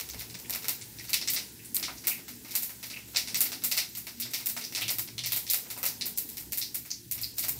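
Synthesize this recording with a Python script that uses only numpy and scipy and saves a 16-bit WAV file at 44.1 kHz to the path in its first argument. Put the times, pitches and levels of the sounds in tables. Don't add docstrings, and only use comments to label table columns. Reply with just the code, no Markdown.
import sys
import numpy as np
from scipy import signal
from scipy.fft import rfft, irfft, next_fast_len
from scipy.io import wavfile
from scipy.ndimage import uniform_filter1d

SR = 44100
rng = np.random.default_rng(int(sys.argv[2]) if len(sys.argv) > 2 else 0)


def magnitude_from_level(level_db):
    exponent = np.asarray(level_db, float) / 20
    return 10 ** exponent


def dump(signal):
    limited = np.clip(np.atleast_2d(signal).T, -1, 1)
    pcm = np.round(limited * 32767).astype(np.int16)
    wavfile.write(sys.argv[1], SR, pcm)


N = 335005


def rms_one(x):
    return x / np.sqrt(np.mean(x ** 2) + 1e-20)


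def band(x, low_hz, high_hz, order=4):
    return signal.sosfilt(signal.butter(order, [low_hz, high_hz], "band", fs=SR, output="sos"), x)


def passed(low_hz, high_hz, order=4):
    click = 1. * (np.arange(2048) == 0)
    return np.linalg.norm(band(click, low_hz, high_hz, order=order))


def drift(rate):
    r = np.exp(-80 * np.pi * rate / SR)
    chance = rng.standard_normal(N // 40 + 2002)
    slow = signal.lfilter([1], [1, -2 * r, r * r], chance)[2000:]
    return np.interp(np.arange(N) / 40, np.arange(len(slow)), rms_one(slow))


def boost(x, peaks):
    for hz, width, lift_db in peaks:
        r = np.exp(-np.pi * width / SR)
        feedback = [1, -2 * r * np.cos(2 * np.pi * hz / SR), r * r]
        around = signal.lfilter([(1 - r * r) / 2, 0, (r * r - 1) / 2], feedback, x)
        x = x + (magnitude_from_level(lift_db) - 1) * around
    return x


def coloured(white, spectrum, patchy_db):
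    hz, level_db = np.transpose(spectrum)
    count = int(3 * np.log2(hz[-1] / hz[0])) + 1
    edges = np.geomspace(hz[0], min(hz[-1], 17000), count)
    together, flicker = drift(2.5), drift(12.4)
    out = 0
    for k, (low, high) in enumerate(zip(edges, edges[1:])):
        centre_db = np.interp(np.log(low * high) / 2, np.log(hz), level_db)
        own = np.roll(flicker, 30011 * k)
        level = magnitude_from_level(centre_db + patchy_db * (.7 * together + own))
        out = out + band(white[k % 2], low, high, order=2) * level
    return rms_one(out)


# start in seconds [s], thud [dB], steam [dB], crack [dB].
SNAPS = [(0.4969, -46, -42.5, -35), (1.299, -63, -51, -45), (1.3355, -51, -37.5, -31.5),
         (1.7455, -66, -42.5, -27.5), (2.0708, -38.5, -33, -23.5), (2.5527, -45, -34.5, -26),
         (2.623, -50.5, -42, -30.5), (3.1698, -65, -55, -34), (3.3649, -67, -51, -42),
         (3.4063, -40.5, -33, -22.5), (3.6382, -42.5, -35, -25.5), (3.9725, -51.5, -49, -37),
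         (4.2, -55, -42, -32.5), (4.4594, -50.5, -40.5, -29.5), (4.4878, -49, -41, -33),
         (4.5651, -40, -39.5, -34.5), (4.9029, -42.5, -44, -29.5), (4.9847, -44, -39.5, -30),
         (5.3623, -45, -38.5, -29.5), (5.5005, -53, -34.5, -25.5), (5.5344, -40.5, -33.5, -27),
         (5.8302, -37.5, -38.5, -32.5), (6.0567, -47, -46, -31.5), (6.175, -54.5, -40, -28.5),
         (6.5741, -50.5, -41.5, -29.5), (6.7452, -50, -42.5, -31.5), (7.2151, -56, -50, -35.5),
         (7.3832, -50.5, -38.5, -28), (7.4835, -44.5, -41.5, -28.5)]
# start in seconds [s], thud [dB], steam [dB], crack [dB].
PUFFS = [(0.21, -48, -45, -51), (0.9866, -61, -44, -70), (1.2139, -48, -37.5, -51), (1.2752, -47, -30, -29),
         (1.8272, -44.5, -31, -47), (1.882, -40, -66, -62), (2.9008, -48.5, -41, -53),
         (2.963, -48, -51, -55), (3.1474, -42, -41, -52), (3.1608, -42.5, -25, -62),
         (3.274, -48.5, -37, -51), (3.289, -76, -43, -54), (3.4533, -45, -37, -62),
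         (3.7686, -40, -38, -30.5), (3.7762, -42.5, -26, -38), (4.2203, -65, -39.5, -59),
         (4.641, -70, -43, -45), (4.7497, -51, -31, -42), (4.7701, -41, -35.5, -42),
         (4.881, -44, -30.5, -41), (5.1808, -52, -37.5, -52), (5.237, -52, -33.5, -53),
         (5.313, -58, -40, -52), (5.4666, -63, -41, -51), (5.7654, -54, -52, -62), (6.011, -59, -34, -58),
         (6.6155, -71, -38.5, -44), (6.9042, -58, -45.5, -50), (7.2319, -63, -42, -52),
         (7.4276, -61, -37, -49)]
# start [s], thud [dB], steam [dB], crack [dB].
SPLITS = [(0.0005, -47.5, -41, -41.5), (0.0896, -60, -46, -46.5), (0.527, -47, -37, -44),
          (0.5493, -42.5, -42, -37), (0.644, -43.5, -44, -43), (0.6835, -41, -33.5, -29),
          (1.094, -47.5, -44, -39), (1.132, -44, -26, -30), (1.2917, -71, -43, -29.5),
          (1.3633, -42, -30.5, -45), (1.768, -49, -45, -43), (2.8289, -46.5, -39, -43.5),
          (3.345, -47, -31, -27), (3.3883, -48, -51, -46), (3.519, -42.5, -35.5, -41),
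          (3.7138, -40.5, -29, -30.5), (4.0686, -44.5, -41, -43.5), (4.3356, -47.5, -31, -34),
          (4.8114, -42, -39, -39), (4.8203, -76, -44, -43), (5.26, -52, -34.5, -34.5),
          (5.321, -42.5, -35.5, -28.5), (5.7029, -48, -41, -37.5), (5.7767, -48, -53, -40.5),
          (5.8543, -40, -34.5, -28), (6.3708, -57, -42.5, -39), (6.522, -49, -39, -33),
          (7.1125, -58, -40.5, -29.5), (7.4387, -42.5, -42, -35.5)]
# start in seconds [s], thud [dB], steam [dB], crack [dB].
SPITS = [(0.1353, -48, -48, -56), (0.1943, -76.5, -45, -42), (0.2988, -63, -49, -56),
         (0.343, -54, -44.5, -49), (0.6225, -61, -46, -50), (0.8132, -76, -47, -58), (1.088, -57, -48, -53),
         (1.6472, -60, -56, -52), (1.972, -76, -54, -58), (2.0395, -46.5, -45, -47),
         (2.281, -49, -45.5, -42), (2.4479, -49.5, -49, -54), (2.483, -52, -48, -52),
         (2.509, -69, -42, -41), (2.5397, -47, -46, -45), (2.693, -48.5, -49, -44),
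         (3.951, -60, -42.5, -40), (4.2518, -48.5, -51, -44), (4.3776, -53, -46, -42),
         (4.4005, -49, -45, -47), (4.612, -52, -39.5, -57), (4.724, -53, -43.5, -46),
         (5.0758, -52.5, -44.5, -60), (5.654, -52, -67, -64), (6.29, -67, -51.5, -41),
         (6.399, -55, -64, -42), (6.851, -53.5, -51.5, -47), (7.1512, -53, -62, -60), (7.18, -55, -43, -52),
         (7.5893, -71, -41, -37), (0.181, -60, -49, -60), (0.3896, -69, -52, -48), (1.042, -56, -50, -51),
         (1.7976, -49, -52, -60), (2.1797, -50.5, -52, -53), (2.8587, -65, -58, -45),
         (2.9294, -59, -60, -50), (3.0754, -58, -60, -49), (3.1338, -54, -54, -50), (3.621, -52, -48, -54),
         (3.8894, -70, -62, -48), (3.9194, -68, -60, -51), (4.1726, -69, -53, -58), (4.3036, -60, -50, -44),
         (5.4755, -70, -60, -46), (6.333, -68, -57, -52), (7.37, -62, -51, -44), (7.5594, -68, -62, -49)]
# low limit [Hz], high limit [Hz], time to die by 60 dB [s], far-wall echo [dB].
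POP_BANDS = [
    (514, 1650, 0.27, 7),
    (1832, 3096, 0.26, 6),
    (3486, 6090, 0.28, 6),
    (6690, 10490, 0.26, 9),
    (11560, 16300, 0.26, 9.5),
]
THUD_DB, STEAM_DB, CRACK_DB = (-0.95, -4, -23, -40, -40), (-23.5, -7, -0.4, -7.5, -32), (-40, -47, -23, -6, 0.7)
# pitch [Hz], width [Hz], lift [dB].
MIC_PEAKS = [(2214, 294, 5.5), (4830, 2770, 3.5), (13700, 9500, 5)]


def pops():
    table = SNAPS + PUFFS + SPLITS + SPITS
    is_spit = np.arange(len(table)) >= len(table) - len(SPITS)
    click_db = 15.5 - 7.5 * is_spit[:, None]
    t, echo, far_wall = echoes([row[0] for row in table], click_db)
    spread = magnitude_from_level(np.array([THUD_DB, STEAM_DB, CRACK_DB]))
    levels = np.sqrt(magnitude_from_level(np.array(table)[:, 1:]) ** 2 @ spread ** 2)
    out = np.zeros(N)
    for k, (low_hz, high_hz, t60, wall_db) in enumerate(POP_BANDS):
        shape = magnitude_from_level(-60 * t / t60 + wall_db * far_wall - 1.5)
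        train = np.zeros(N + len(t))
        for row, level, reflections in zip(table, levels[:, k], echo):
            at = max(0, round((row[0] - .0003) * SR))
            train[at:at + len(t)] += level * shape * reflections
        out += band(train[:N] + 1e-18, low_hz, high_hz) / passed(low_hz, high_hz)
    return boost(out, MIC_PEAKS) * magnitude_from_level(-3.0)


# time in seconds [s], lift [dB].
CLOSENESS = [
    (0, 2.5),
    (1.1, 1),
    (1.5, -2.5),
    (4.0, -1.22),
    (7.6, 0),
]
# delay in seconds [s], loss [dB].
FLAT_SURFACES = [(0.006, -9), (0.0098, -6), (0.0114, -7), (0.013, -7), (0.0165, -8)]
FAR_WALL_S = (0.0094, 0.012)


def echoes(times, click_db):
    t = np.arange(int(.26 * SR)) / SR
    close_db = np.interp(times, *np.transpose(CLOSENESS))[:, None]
    chance = rng.standard_normal((len(times), 2, len(t)))
    same_room = .36
    echo = np.sqrt(1 - same_room) * chance[:, 0] + np.sqrt(same_room) * chance[0, 1, ::-1]
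    grain = uniform_filter1d(chance[:, 1], size=16, axis=1) * 4
    echo = echo * magnitude_from_level(2.2 * grain * np.exp(-t / 0.058))
    wall_start, wall_end = FAR_WALL_S
    far_wall = (t > wall_start) * np.clip((wall_end + 0.0012 - t) / 0.0047, 0, 1)
    pan_db = (7.5 + 1.3 * close_db) * np.exp(-t / 0.0015)
    stove_db = -3.0 * (t < .005)
    echo *= magnitude_from_level(pan_db + stove_db)
    lull = (t > .0061) * (t <= wall_start)
    echo *= magnitude_from_level(2.0 * close_db * far_wall - 2.5 * lull)
    click_level = magnitude_from_level(click_db + 2.0 * close_db + 2 * np.clip(chance[:, 1, :1], -1, 1))
    echo[:, :1] = np.sign(chance[:, 0, :1]) * click_level
    for k, (delay_s, loss_db) in enumerate(FLAT_SURFACES):
        vary_db = 3 * np.clip(chance[:, 1, 1 + k], -1.5, 1.5)
        echo[:, round(delay_s * SR)] = echo[:, 0] * magnitude_from_level(loss_db + vary_db)
    return t, echo, far_wall


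# start in seconds [s], pitch [Hz], width of the ring [Hz], echo level [dB].
POCKETS = [(0.0995, 6070, 2730, -45), (0.4477, 2570, 1500, -52), (0.9834, 4400, 4490, -55),
           (1.2146, 4830, 2040, -37.5), (1.5915, 2300, 1200, -52), (1.8288, 4480, 2450, -32.5),
           (2.108, 2410, 814, -35.5), (2.932, 2520, 890, -43), (2.9616, 2520, 840, -42),
           (4.2225, 4470, 2010, -37), (4.64, 5340, 1410, -37), (4.8188, 3200, 1800, -30),
           (5.181, 3670, 1470, -34), (5.489, 4430, 2150, -32.5), (6.012, 4340, 1330, -32),
           (6.6145, 4840, 1940, -31), (6.905, 5600, 2320, -33), (7.2331, 4670, 1070, -33.5),
           (0.9994, 2140, 500, -48), (1.074, 5150, 2000, -48), (1.6476, 9500, 3500, -43),
           (1.8822, 1070, 900, -43.5), (1.972, 5770, 2600, -44.5), (5.321, 3830, 1490, -33),
           (5.877, 5560, 2200, -37), (0.8124, 7900, 4000, -45.5), (5.7654, 900, 600, -47.5),
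           (1.132, 3220, 1400, -37)]


def pockets():
    t, echo, far_wall = echoes([row[0] for row in POCKETS], click_db=19.5)
    shape = magnitude_from_level(-60 * t / .28 + 12.0 * far_wall)
    out = np.zeros(N + len(t))
    for (s, hz, width, level_db), reflections in zip(POCKETS, echo):
        edges = hz - width / 2, hz + width / 2
        rung = band(reflections * shape, *edges, order=3) / passed(*edges, order=3)
        out[round(s * SR):][:len(t)] += magnitude_from_level(level_db - 2.0) * rung
    return out[:N]


# start in seconds [s], peak
# level [dB], ring pitch [Hz].
DROPS = [
    (1.7669, -7.5, 8620),
    (1.7671, -13, 4300),
    (1.7715, -22, 4300),
    (1.798, -22, 5000),
    (3.17, -8, 4800),
    (1.2845, -17, 7250),
    (1.3355, -11, 14000),
    (1.7457, -12, 14000),
    (4.4705, -12, 14000),
    (5.5346, -8, 14000),
]


def drops():
    t, out = np.arange(441) / SR, np.zeros(N)
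    for s, peak_db, hz in DROPS:
        crack = .3 * rng.standard_normal(len(t)) * magnitude_from_level(-60 * t / .005)
        ring = np.sin(2 * np.pi * hz * t) * magnitude_from_level(-60 * t / .0035)
        out[round(s * SR):][:len(t)] += magnitude_from_level(peak_db - 1.5) * (crack + ring)
    return band(out + 1e-18, 2300, 21000, order=2)


# time in seconds [s], level [dB].
LIVELINESS = [(0.0, -58), (0.99, -63.5), (1.29, -65), (1.44, -60), (1.54, -70), (2.01, -64.5), (2.22, -66),
              (3.21, -67.5), (3.32, -60), (3.57, -64), (4.02, -73), (4.76, -62), (5.21, -73), (5.37, -60.5),
              (5.65, -61), (6.7, -67.5), (7.06, -81), (7.6, -61.5)]


def liveliness_db():
    return np.interp(np.arange(N) / SR, *np.transpose(LIVELINESS))


# pitch [Hz], level [dB per Hz].
SIZZLE = [(880, -64), (1500, -7.5), (1890, 0.5), (2110, -6), (3060, -4), (5100, 0.5), (10200, 0),
          (13900, 0.5), (16000, 7), (16500, -31)]


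def sizzle():
    born = rng.random(N) < 500 * magnitude_from_level(4.0 * drift(20.0)) / SR
    size_db = 3.5 * np.minimum(rng.exponential(1, N), 4)
    grains = born * rng.standard_normal(N) * magnitude_from_level(size_db)
    white = .35 * rms_one(grains) + .9 * rng.standard_normal((2, N))
    lively_db = liveliness_db()
    level_db = -49.5 + .27 * (lively_db - lively_db.mean())
    hiss = magnitude_from_level(level_db) * coloured(white, SIZZLE, patchy_db=1.0)
    coarse = signal.lfilter(*signal.butter(2, 3500, fs=SR), hiss)
    settling_db = -0.65 * (np.arange(N) - N / 2) / SR
    return hiss + (magnitude_from_level(settling_db) - 1) * coarse


# pitch [Hz], width [Hz], lift [dB].
PAN_BOWL = [(761, 18, 5.5), (800, 43, -7.5), (1147, 146, -5), (2273, 45, -13), (2300, 24, 4),
            (2630, 60, 3.5), (3020, 40, -3), (3312, 22, 3.5)]


def pan_bowl(x):
    return boost(x, PAN_BOWL)


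# pitch [Hz], level [dB per Hz].
PAN_HUM = [(240, -40), (400, 11), (669, -9.5), (743, 8.5), (1130, -7.5), (1900, -17), (2470, -32),
           (4180, -120)]


def pan_hum():
    return magnitude_from_level(liveliness_db()) * coloured(rng.standard_normal((2, N)), PAN_HUM, patchy_db=1.5)


# peak in seconds [s], then the lift of the roar [dB],
# of the lowest room mode [dB] and of the second [dB].
FLARES = [(0.17, 3.5, 18, 7), (0.5, 2.5, 4, 5.5), (0.97, -2, 7, 9.5), (1.82, 3.5, 9, 3), (3.2, 1.5, 7, 6),
          (4.1, -3.7, 4, 3), (4.86, 2.5, 5, 11), (5.23, -2, 6, 16), (6.45, 4, 12, 2), (7.2, -0.5, 14, 10),
          (7.58, 4.5, 10, 9)]


def flares():
    rise_s, fall_s = 0.19, 0.23
    t, lifts = np.arange(N) / SR, np.zeros((3, N))
    for s, *lift_db in FLARES:
        shape = np.interp(t, [s - rise_s, s, s + fall_s], [0, 1, 0])
        lifts = np.maximum(lifts, np.outer(lift_db, shape))
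    return lifts


# pitch [Hz], level [dB per Hz].
FLAME = [(25, -26), (45, -21), (90, -6.5), (170, -2.5), (300, -2), (400, -11.5), (520, -24)]
# pitch [Hz], width [Hz], lift [dB].
ROOM_MODES = [(82.6, 22, -8), (237.5, 13, 3), (348.7, 6.9, 8.5), (438, 7.4, 6), (723, 10, 3.5)]
# pitch [Hz], width [Hz].
LOW_MODES = [
    (64, 4.7),
    (115, 7),
]


def rumble():
    roar_lift, *mode_lifts = flares()
    roar = magnitude_from_level(-56.5 + roar_lift) * coloured(rng.standard_normal((2, N)), FLAME, patchy_db=2.0)
    out = boost(pan_hum() + band(roar, 21, 410, order=3), ROOM_MODES)
    calm_modes_db = -68, -61
    for (hz, width), calm_db, lift in zip(LOW_MODES, calm_modes_db, mode_lifts):
        mode = rms_one(band(rng.standard_normal(N), hz - width / 2, hz + width / 2, order=1))
        out += magnitude_from_level(calm_db + lift) * mode
    return out


# middle in seconds [s], level [dB].
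SINGING = [
    (0.5, -68),
    (2.33, -56),
    (2.6, -59.5),
    (3.3, -56),
    (3.46, -59),
    (3.66, -55.5),
    (4.22, -52.5),
    (4.56, -54.5),
    (5.65, -64),
]


def singing():
    t = np.arange(N) / SR
    swell = sum(magnitude_from_level(db) * np.exp(-.5 * ((t - s) / 0.056) ** 2) for s, db in SINGING)
    pitch_hz = 235.3 + 2.976 * drift(3.84)
    return np.sqrt(2) * swell * np.sin(2 * np.pi * np.cumsum(pitch_hz) / SR)


def scene():
    crackle = pops() + pockets() + drops()
    mono = pan_bowl(crackle + sizzle()) + rumble() + singing()
    return np.array([mono, mono])


# start [s], end [s], share of the patches that turn [0-1].
NOISE_FILL = [(0.055, 0.09, 0.63), (0.334, 0.404, 0.7), (0.766, 0.834, 0.43), (1.271, 1.304, 1),
              (1.343, 1.414, 0.6), (1.496, 1.518, 0.55), (2.036, 2.072, 0.4), (2.213, 2.392, 0.35),
              (2.774, 2.825, 0.5), (2.958, 3.186, 0.37), (3.342, 3.374, 1), (3.898, 3.971, 0.7),
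              (4.133, 4.2, 0.3), (4.215, 4.351, 0.66), (4.537, 4.614, 0.66), (4.856, 4.867, 0.5),
              (5.648, 5.68, 0.6), (5.92, 5.999, 0.35), (6.138, 6.168, 1), (6.36, 6.398, 0.09),
              (6.434, 6.519, 0.3), (6.805, 6.826, 0.6), (6.908, 7.092, 0.26), (7.32, 7.395, 0.73),
              (7.526, 7.606, 0.63)]


def noise_fill(x):
    frame, count = 941, 9
    share, size = np.zeros(N), next_fast_len(N)
    for start, end, part in NOISE_FILL:
        share[round((start + .004) * SR):round((end - .004) * SR)] = part
    hz, edges = np.fft.rfftfreq(size, 1 / SR), np.linspace(9000, 15750, count + 1)
    sound, noise = rfft(x[0], size), rfft(rng.standard_normal((2, size)))
    out = x.copy()
    for low, high, draw in zip(edges, edges[1:], rng.random((count, N // frame + 1))):
        draw = np.repeat(draw, frame)[:N]
        part = irfft(sound * ((hz >= low) & (hz < high)), size)[:N]
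        level = np.sqrt(uniform_filter1d(part ** 2, size=512, origin=200) + 1e-14)
        swapped = uniform_filter1d(1. * (draw < share), size=256)
        inside = (hz > low + 50) & (hz < high - 50)
        alike, opposite = rms_one(irfft(noise * inside, size)[:, :N])
        alike_db = np.where(share > .9, -16.0, -13.5 + 11.5 * np.sin(40 * draw))
        fill = magnitude_from_level(alike_db) * alike + magnitude_from_level(-2.5) * opposite * [[1], [-1]]
        out += swapped * (level * fill - part)
    return out


# start [s], end [s], low limit [Hz], high limit [Hz].
DROPOUTS = [(2.815, 2.82, 10500, 16000), (3.14, 3.153, 11500, 14000), (5.503, 5.507, 500, 2000),
            (5.523, 5.528, 500, 1600), (6.163, 6.171, 900, 3300), (6.505, 6.511, 900, 3700),
            (6.505, 6.51, 10700, 14800), (6.511, 6.519, 700, 1700), (6.569, 6.573, 700, 3500),
            (6.738, 6.743, 700, 3000), (7.103, 7.109, 700, 2300)]


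def dropouts(x):
    pad, out = 512, x.copy()
    for start, end, low_hz, high_hz in DROPOUTS:
        at, stop = round(start * SR) - pad, round(end * SR) + 64
        length = stop - at
        piece = out[:, at:stop] * signal.windows.tukey(length, .2)
        hz = np.fft.rfftfreq(length, 1 / SR)
        part = irfft(rfft(piece) * ((hz > low_hz) & (hz < high_hz)), length)
        gate = np.interp(np.arange(length), [pad - 64, pad, length - 128, length - 64], [0, 1, 1, 0])
        out[:, at:stop] -= .96 * gate * part
    return out


def top_cut(x):
    return signal.sosfilt(signal.butter(12, 16970, fs=SR, output="sos"), x)


def record(dry):
    cut = signal.sosfilt(signal.cheby2(16, 38, 15900, fs=SR, output="sos"), dry)
    mix = dropouts(noise_fill(cut))
    return top_cut(mix)


dry = scene()
out = record(dry)
dump(out)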